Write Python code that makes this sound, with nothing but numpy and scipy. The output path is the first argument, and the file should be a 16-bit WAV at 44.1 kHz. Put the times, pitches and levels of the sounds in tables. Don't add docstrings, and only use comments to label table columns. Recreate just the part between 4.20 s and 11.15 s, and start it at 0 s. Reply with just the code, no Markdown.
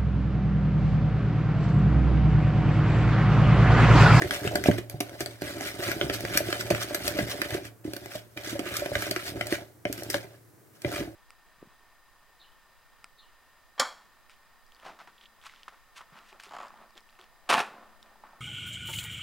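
import sys
import numpy as np
from scipy import signal
from scipy.fft import rfft, irfft, next_fast_len
from scipy.io import wavfile
from scipy.ndimage import map_coordinates

SR = 44100
rng = np.random.default_rng(int(sys.argv[2]) if len(sys.argv) > 2 else 0)


def master_out(mix):
    frames = np.transpose(np.atleast_2d(mix))
    ceiling = np.clip(frames, -1, 1)
    pcm = np.round(ceiling * 32767).astype(np.int16)
    wavfile.write(sys.argv[1], SR, pcm)


N = 306495


def amp(db):
    return 10 ** (np.asarray(db) / 20)


def unit(x):
    return x / np.sqrt(np.mean(x ** 2) + 1e-20)


def along(points, hz):
    point_hz, values = np.transpose(points)
    return np.interp(np.log(hz + 1), np.log(point_hz + 1), values)


def wobble(knots_per_s):
    knots = rng.standard_normal(int(N * knots_per_s / SR) + 4)
    return map_coordinates(knots, [np.arange(N) * knots_per_s / SR])


def grains(per_s, spread_db):
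    present = rng.random(N) < per_s / SR
    sign = np.sign(rng.standard_normal(N))
    return present * sign * amp(spread_db * np.clip(rng.standard_normal(N), -2, 2))


def filtered(x, response):
    n = x.shape[-1]
    m = next_fast_len(n + SR // 5, real=True)
    return irfft(rfft(x, m) * response(np.fft.rfftfreq(m, 1 / SR)), m)[..., :n]


def causal(x, gain):
    size = 8192
    cepstrum = irfft(np.log(np.maximum(gain(np.fft.rfftfreq(size, 1 / SR)), 1e-6)))
    cepstrum[1:size // 2] *= 2
    cepstrum[size // 2 + 1:] = 0
    response = irfft(np.exp(rfft(cepstrum)))
    response = response.reshape((1,) * (x.ndim - 1) + (-1,))
    return signal.fftconvolve(x, response, axes=-1)[..., :x.shape[-1]]


def coloured(x, spectrum):
    return causal(x, lambda hz: amp(along(spectrum, hz)))


def resonate(x, modes, low_hz, high_hz):
    def gain(hz):
        power = sum((amp(db) * hz * width) ** 2 / ((centre ** 2 - hz ** 2) ** 2 + (hz * width) ** 2)
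                    for centre, width, db in modes)
        edges = (1 + (low_hz / (hz + 1)) ** 6) * (1 + (hz / high_hz) ** 6)
        return np.sqrt(power / edges)
    return causal(x, gain)


def place(times_s, levels_db, sounds):
    out = np.zeros(N + SR)
    for time_s, db, sound in zip(times_s, levels_db, sounds):
        first_rms = np.sqrt(np.mean(sound[:SR // 100] ** 2))
        out[max(round(time_s * SR), 0):][:len(sound)] += amp(db) * sound / first_rms
    return out[:N]


def blows(contact_s, chatter_db, chatter_t60_s, snap):
    t = np.arange(SR // 4) / SR
    shape = np.exp(-t / contact_s[:, None]) + amp(chatter_db - 60 * t / chatter_t60_s)
    force = rng.laplace(size=shape.shape) * shape
    force[:, 0] = snap * np.linalg.norm(force, axis=1)
    return force


# (frequency [Hz], gain [dB])
QUIET_COLOUR = [(15, -55), (25, -48), (114, -2), (157, -13), (249, -15.5), (309, -8), (677, -20.5),
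                (1840, -24.5), (2600, -33), (3520, -35.5), (5880, -32.5), (16000, -30)]


def hiss(rms_db=-57):
    shared, left, right = coloured(rng.standard_normal((3, N)), QUIET_COLOUR)
    return amp(rms_db) * unit(shared + 1.2 * np.array([left, right]))


# (frequency [Hz], width [Hz], level [dB])
BOWL_MODES = [(70, 105, 0), (111.1, 10.2, 6), (188, 8.7, 0), (296.8, 12.6, 7.5), (341.2, 44, 6.5),
              (390, 15, 6), (556, 79, -8), (588.4, 44, 7.5), (694, 52, 3), (825, 43, -28)]


def ring_bowl(x, low_hz, high_hz):
    return resonate(x, BOWL_MODES, low_hz, high_hz)


# (frequency [Hz], width [Hz], level [dB])
WALL_MODES = [(1249, 190, -4.5), (1492, 150, -1), (1640, 180, 0), (1986, 180, -1), (2250, 360, -5.5),
              (2390, 42, 2), (2980, 540, -6)]


def ring_wall(x, low_hz, high_hz):
    return resonate(x, WALL_MODES, low_hz, high_hz)


# (start [s], end [s], churn level [dB], wet crackle level [dB])
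BOUTS = [(-0.02, 0.548, -37, -45), (0.692, 0.73, -44, -55), (0.823, 1.14, -47, -53.5),
         (1.208, 1.537, -41.5, -46), (1.577, 3.355, -39, -45), (3.639, 3.974, -47.5, -54),
         (4.16, 5.126, -43, -52.5), (5.152, 5.376, -42, -49.5), (5.666, 6.019, -45, -52),
         (6.02, 6.15, -58.5, -64.5), (6.636, 6.807, -37.5, -49.5)]
# (middle [s], scrape level [dB], half width to -7 dB [s], crackle re scrape [dB])
SWEEPS = [(0.147, -34, 0.026, 0), (0.265, -36.5, 0.021, -3), (0.472, -32.5, 0.015, 0),
          (0.585, -36.5, 0.0078, -1), (1.011, -41.5, 0.016, 1), (1.271, -43, 0.037, 0.5),
          (1.46, -38, 0.046, 0.5), (1.645, -39, 0.047, 0), (1.7, -35.5, 0.027, -1), (1.83, -50, .02, 6),
          (1.942, -33, 0.013, 3), (2.08, -45, 0.023, -4), (2.162, -33.5, 0.033, -1),
          (2.304, -43, 0.09, 1.5), (2.403, -40, 0.016, 6.5), (2.555, -41.5, .025, -1.5),
          (2.625, -32.5, 0.018, 1), (2.869, -36, 0.029, 4), (2.999, -39, 0.042, -0.5),
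          (3.106, -37, 0.019, 3), (3.25, -39, 0.016, -8), (3.344, -35.5, 0.0099, -2),
          (3.456, -45.5, 0.021, 0.5), (3.952, -45.5, 0.035, 3.5), (4.292, -39.5, 0.05, 2.5),
          (4.471, -37, 0.022, -4.5), (4.569, -37.5, 0.06, -1), (4.807, -38.5, 0.085, 0.5),
          (4.987, -41, 0.052, -1.5), (5.075, -41, 0.033, 4), (5.33, -34.5, 0.025, -1),
          (5.794, -51, .03, 4.5), (5.945, -45, 0.031, 8), (6.558, -68, 0.011, 9), (6.756, -37.5, 0.053, -1)]


def whisking(dip_s=0.0067, settle_db_per_s=125.5, drain_db_per_s=160, sweep_churn_db=-5, rub_db=-1.5):
    t = np.arange(N) / SR

    def held(start_s, end_s, fall_db_per_s):
        dig_in = np.clip((t - start_s) / dip_s, 0, 1)
        return dig_in * amp(-fall_db_per_s * np.maximum(t - end_s, 0))

    churn = np.max([amp(db) * held(start, end, settle_db_per_s) for start, end, db, _ in BOUTS], axis=0)
    wet = np.max([amp(db) * held(start, end, drain_db_per_s) for start, end, _, db in BOUTS], axis=0)
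    scrape_power, crackle_power = np.zeros((2, N))
    for middle_s, db, half_s, crackle_db in SWEEPS:
        swell = amp(db) / (1 + ((t - middle_s) / half_s) ** 2 / 2) ** 2
        scrape_power += swell ** 2
        crackle_power += (amp(crackle_db) * swell) ** 2
    scrape, crackle = np.sqrt(scrape_power), np.sqrt(crackle_power)
    churning = np.hypot(amp(sweep_churn_db) * scrape, churn)
    scraping = np.hypot(scrape, amp(rub_db) * wet)
    return churning, scraping, np.hypot(crackle, wet)


# (frequency [Hz], gain [dB])
CRACKLE_COLOUR = [(600, -11), (2000, -4.5), (3600, 3), (5700, 0), (7000, -5.5), (9000, -4.5), (10500, -6),
                  (13000, -3.5), (16000, -16)]


def stirring(slosh_ref_db=-37, slosh_growth_db_per_db=0.1):
    churning, scraping, crackling = whisking()
    wire_pass = wobble(60)
    slips = unit(grains(per_s=2600, spread_db=5.5) * amp(2.2 * wire_pass))
    slosh_force = grains(per_s=200, spread_db=4.5) * amp(2.9 * wobble(25))
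    slosh = unit(ring_bowl(slosh_force, low_hz=53, high_hz=413))
    patter_force = grains(per_s=260, spread_db=1.5) * amp(2 * wire_pass + 1.33 * wobble(25))
    patter = unit(ring_bowl(patter_force, low_hz=480, high_hz=974))
    slosh_gain = (churning / amp(slosh_ref_db)) ** slosh_growth_db_per_db
    churn = slosh * slosh_gain + 0.77 * patter
    bursts = unit(grains(per_s=41, spread_db=3))
    scrape = ring_wall(slips + 0.36 * bursts, low_hz=824, high_hz=4670)
    bubbles = unit(grains(per_s=9100, spread_db=17.0))
    crackle = coloured(slips + 1.1 * bubbles + 0.19 * bursts, CRACKLE_COLOUR)
    return churning * unit(churn), scraping * unit(scrape), crackling * unit(crackle)


# (time [s], bowl knock [dB], wall clack [dB], wire tick [dB], contact decay constant [s])
CONTACTS = [(0.0202, -27.5, -25.5, -37, 0.0011), (0.109, -41, -27, -32, 0.001),
            (0.2754, -32.5, -30, -39, 0.0016), (0.3554, -23.5, -26, -28, 0.0028),
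            (0.439, -52, -31, -34, 0.0022), (0.4587, -21, -30, -43, 0.00076),
            (0.5132, -40, -29.5, -41.5, 0.00031), (0.698, -52, -52, -38.5, .0006),
            (0.8044, -29, -35.5, -30, 0.0031), (0.808, -31.5, -32, -36, 0.0012),
            (0.894, -45, -48, -50, 0.0011), (1.0064, -29, -38.5, -33.5, 0.016),
            (1.0605, -39.5, -39.5, -36.5, 0.00031), (1.2197, -29, -40.5, -39.5, 0.00052),
            (1.409, -34, -37.5, -39, 0.00042), (1.687, -30.5, -36, -49, 0.0013),
            (1.7157, -33.5, -30, -32.5, 0.00057), (1.8124, -26, -25.5, -40.5, 0.00057),
            (1.898, -27.5, -27.5, -36.5, 0.00014), (2.0064, -37, -47, -38.5, 0.0018),
            (2.0507, -31, -30.5, -38, 0.0019), (2.1737, -33, -23.5, -19.5, 0.004),
            (2.3269, -32, -28, -33, 0.0015), (2.4088, -57, -32.5, -37, 0.0018),
            (2.5038, -26.5, -25, -29.5, 0.012), (2.548, -48, -28, -38, 0.0014),
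            (2.746, -31, -29, -27, 0.0058), (2.879, -32, -30, -25.5, 0.0018),
            (2.988, -24, -28, -37, 0.0088), (3.217, -34, -27, -30.5, 0.0025),
            (3.306, -42, -36.5, -39, 0.0016), (3.735, -36.5, -41, -37.5, 0.00054),
            (3.7651, -38.5, -41, -39, 0.0021), (3.859, -41.5, -42.5, -45, 0.0012),
            (4.174, -41, -34, -42.5, .0015), (4.3928, -27.5, -34.5, -36.5, 0.006),
            (4.5678, -56, -46, -28, 0.0023), (4.6593, -30, -34.5, -41, 0.0024),
            (4.7534, -30, -25, -35.5, 0.0019), (4.8219, -38, -33, -35, 0.0036),
            (4.911, -31.5, -31.5, -28.5, 0.0026), (4.9624, -44, -29.5, -36, 0.00036),
            (5.2101, -29.5, -26.5, -37.5, 0.0021), (5.269, -53, -43, -36.5, 0.00092),
            (5.325, -34, -28, -36, 0.00083), (5.653, -29, -30, -45, 0.00054),
            (5.727, -62, -41, -31, 0.00082), (5.778, -44.5, -42, -44.5, .002),
            (5.822, -38, -45.5, -53, .001), (5.8343, -57, -57, -38.5, 0.00044),
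            (5.901, -35.5, -37, -29, 0.0072), (5.9431, -28.5, -24.5, -36, 0.00066),
            (6.619, -59, -51, -45.5, 0.0031), (6.6469, -26, -32.5, -51, 0.0019)]
# (frequency [Hz], gain [dB])
WIRE_COLOUR = [(900, -39.5), (2500, 4), (3800, 5.5), (4600, 13), (5000, 6.5), (5900, 9), (7000, -1),
               (7500, 2.5), (10000, 0), (13000, 2), (16000, -13)]


def contacts(bare_share=0.49, bare_span_db=16):
    time_s, knock_db, clack_db, tick_db, contact_s = np.transpose(CONTACTS)
    push = blows(contact_s, chatter_db=-17, chatter_t60_s=0.1, snap=0.7)
    rattle = blows(contact_s, chatter_db=-21, chatter_t60_s=0.07, snap=0.55)
    knock = ring_bowl(push, low_hz=153, high_hz=816)
    clack = ring_wall(rattle, low_hz=1160, high_hz=4150)
    bare = np.clip(bare_share + (tick_db - clack_db) / bare_span_db, 0, 1)
    previous = np.pad(rattle, ((0, 0), (1, 0)))[:, :-1]
    tick = coloured(rattle - bare[:, None] * previous, WIRE_COLOUR)
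    return place(time_s, knock_db, knock), place(time_s, clack_db, clack), place(time_s, tick_db, tick)


# (time [s], tone level [dB], starting pitch [Hz])
PLOPS = [(0.0429, -29, 365), (0.056, -31, 107), (0.249, -26.5, 395), (0.2688, -27, 122), (0.4594, -30, 375),
         (0.486, -14, 272), (0.4971, -19.5, 202), (0.5837, -31, 350), (0.7408, -34, 137), (1.024, -40, 118),
         (1.3682, -37.5, 314), (1.5933, -34.5, 355), (1.8291, -30.5, 360), (1.841, -32, 136),
         (2.153, -25.5, 312), (2.205, -28.5, 600), (2.287, -30.5, 350), (2.509, -19.5, 594),
         (2.525, -28, 125), (2.708, -34.5, 593), (2.9635, -33, 583), (3.01, -32, 200), (3.0262, -27, 126),
         (3.322, -33, 115), (3.3478, -29, 368), (3.6513, -32.5, 302), (3.677, -33, 308), (3.952, -34, 609),
         (4.328, -32.5, 304), (4.3535, -33, 560), (4.4622, -32.5, 354), (4.6206, -30.5, 575),
         (4.7174, -28, 590), (4.761, -31, 109), (4.9154, -30.5, 600), (4.964, -31.5, 355),
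         (5.324, -26, 334), (5.656, -29, 576), (5.699, -29.5, 301), (5.948, -28, 565), (6.653, -30.5, 135),
         (6.811, -31, 302), (6.876, -36.5, 316)]


def plops(glide=0.013, bowl_db=-5, ref_life_s=0.04, ref_db=-31, life_halves_db=7.5):
    time_s, db, hz = np.transpose(PLOPS)
    t = np.arange(SR // 4) / SR
    life_s = ref_life_s * 2 ** ((ref_db - db) / life_halves_db)
    age = t / life_s[:, None]
    cycles = hz[:, None] * t * (1 + glide * np.minimum(age, 1))
    onset = 1 - np.exp(-t / 0.0005)
    tone = np.sin(2 * np.pi * cycles) * amp(-30 * age) * onset
    push = blows(1 / hz, chatter_db=-4, chatter_t60_s=0.069, snap=0.17)
    shake = ring_bowl(push, low_hz=48.0, high_hz=685)
    return place(time_s, db, tone) + place(time_s, db + bowl_db, shake)


# (frequency [Hz], t60 [s], level [dB])
ROOM_MODE = (114, 1, 4.5)


def standing_wave(x):
    hz, t60_s, db = ROOM_MODE
    t = np.arange(SR) / SR
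    decay = amp(-60 * t / t60_s)
    ring = 2 * np.cos(2 * np.pi * hz * t) * decay / decay.sum()
    return amp(db) * signal.fftconvolve(x, ring)[:N]


def inside(x, echo_db, echo_t60_s=0.016):
    size = 512
    count = N // size + 1
    t = np.arange(size) / SR
    walls = rng.standard_normal((2, count, size)) * amp(-60 * t / echo_t60_s)
    walls /= np.linalg.norm(walls, axis=2, keepdims=True)
    moments = np.pad(x, (0, count * size - N)).reshape(count, size)
    rung = irfft(rfft(moments, 2 * size) * rfft(walls, 2 * size))
    rung[:, 1:, :size] += rung[:, :-1, size:]
    echoes = rung[..., :size].reshape(2, -1)[:, :N]
    return (x + amp(echo_db) * echoes) / np.hypot(1, amp(echo_db))


def ports(x, left_db, lead_ms):
    sides = np.array([[1], [-1]])
    shifted = filtered(x, lambda hz: np.exp(np.pi * 1j * hz * lead_ms / 1000 * sides))
    return shifted * amp(sides * left_db / 2)


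# (frequency [Hz], t60 [s])
KITCHEN_T60 = [(100, 0.27), (300, 0.26), (1500, 0.2), (6000, 0.11), (15000, 0.17)]


def kitchen(x):
    hz, t, noise = signal.stft(rng.standard_normal((2, SR // 2)), SR, nperseg=256)
    decay = amp(-60 * t / along(KITCHEN_T60, hz)[:, None])
    tail = signal.istft(noise * decay, SR, nperseg=256)[1]
    tail = np.pad(tail, ((0, 0), (SR // 160, 0)))
    return signal.fftconvolve(x, tail / np.linalg.norm(tail[0]), axes=1)[:, :N]


def scene():
    background = hiss()
    churn, scrape, crackle = stirring()
    knock, clack, tick = contacts()
    boom = knock + plops() + churn
    bowl = ports(boom + standing_wave(boom), left_db=-1.5, lead_ms=0.23)
    wall = ports(inside(clack + scrape, echo_db=-0.5), left_db=0.05, lead_ms=0.11)
    wires = ports(inside(tick + crackle, echo_db=0), left_db=-0.35, lead_ms=0.13)
    room = kitchen(amp(-13.5) * bowl + amp(-9) * (wall + wires))
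    return bowl + wall + wires + room + background


def record(dry, bass_cut_hz=40, top_hz=16250):
    highpass = signal.butter(3, bass_cut_hz, "highpass", fs=SR, output="sos")
    thin = signal.sosfilt(highpass, dry)
    return filtered(thin, lambda hz: hz < top_hz)


dry = scene()
out = record(dry)
master_out(out)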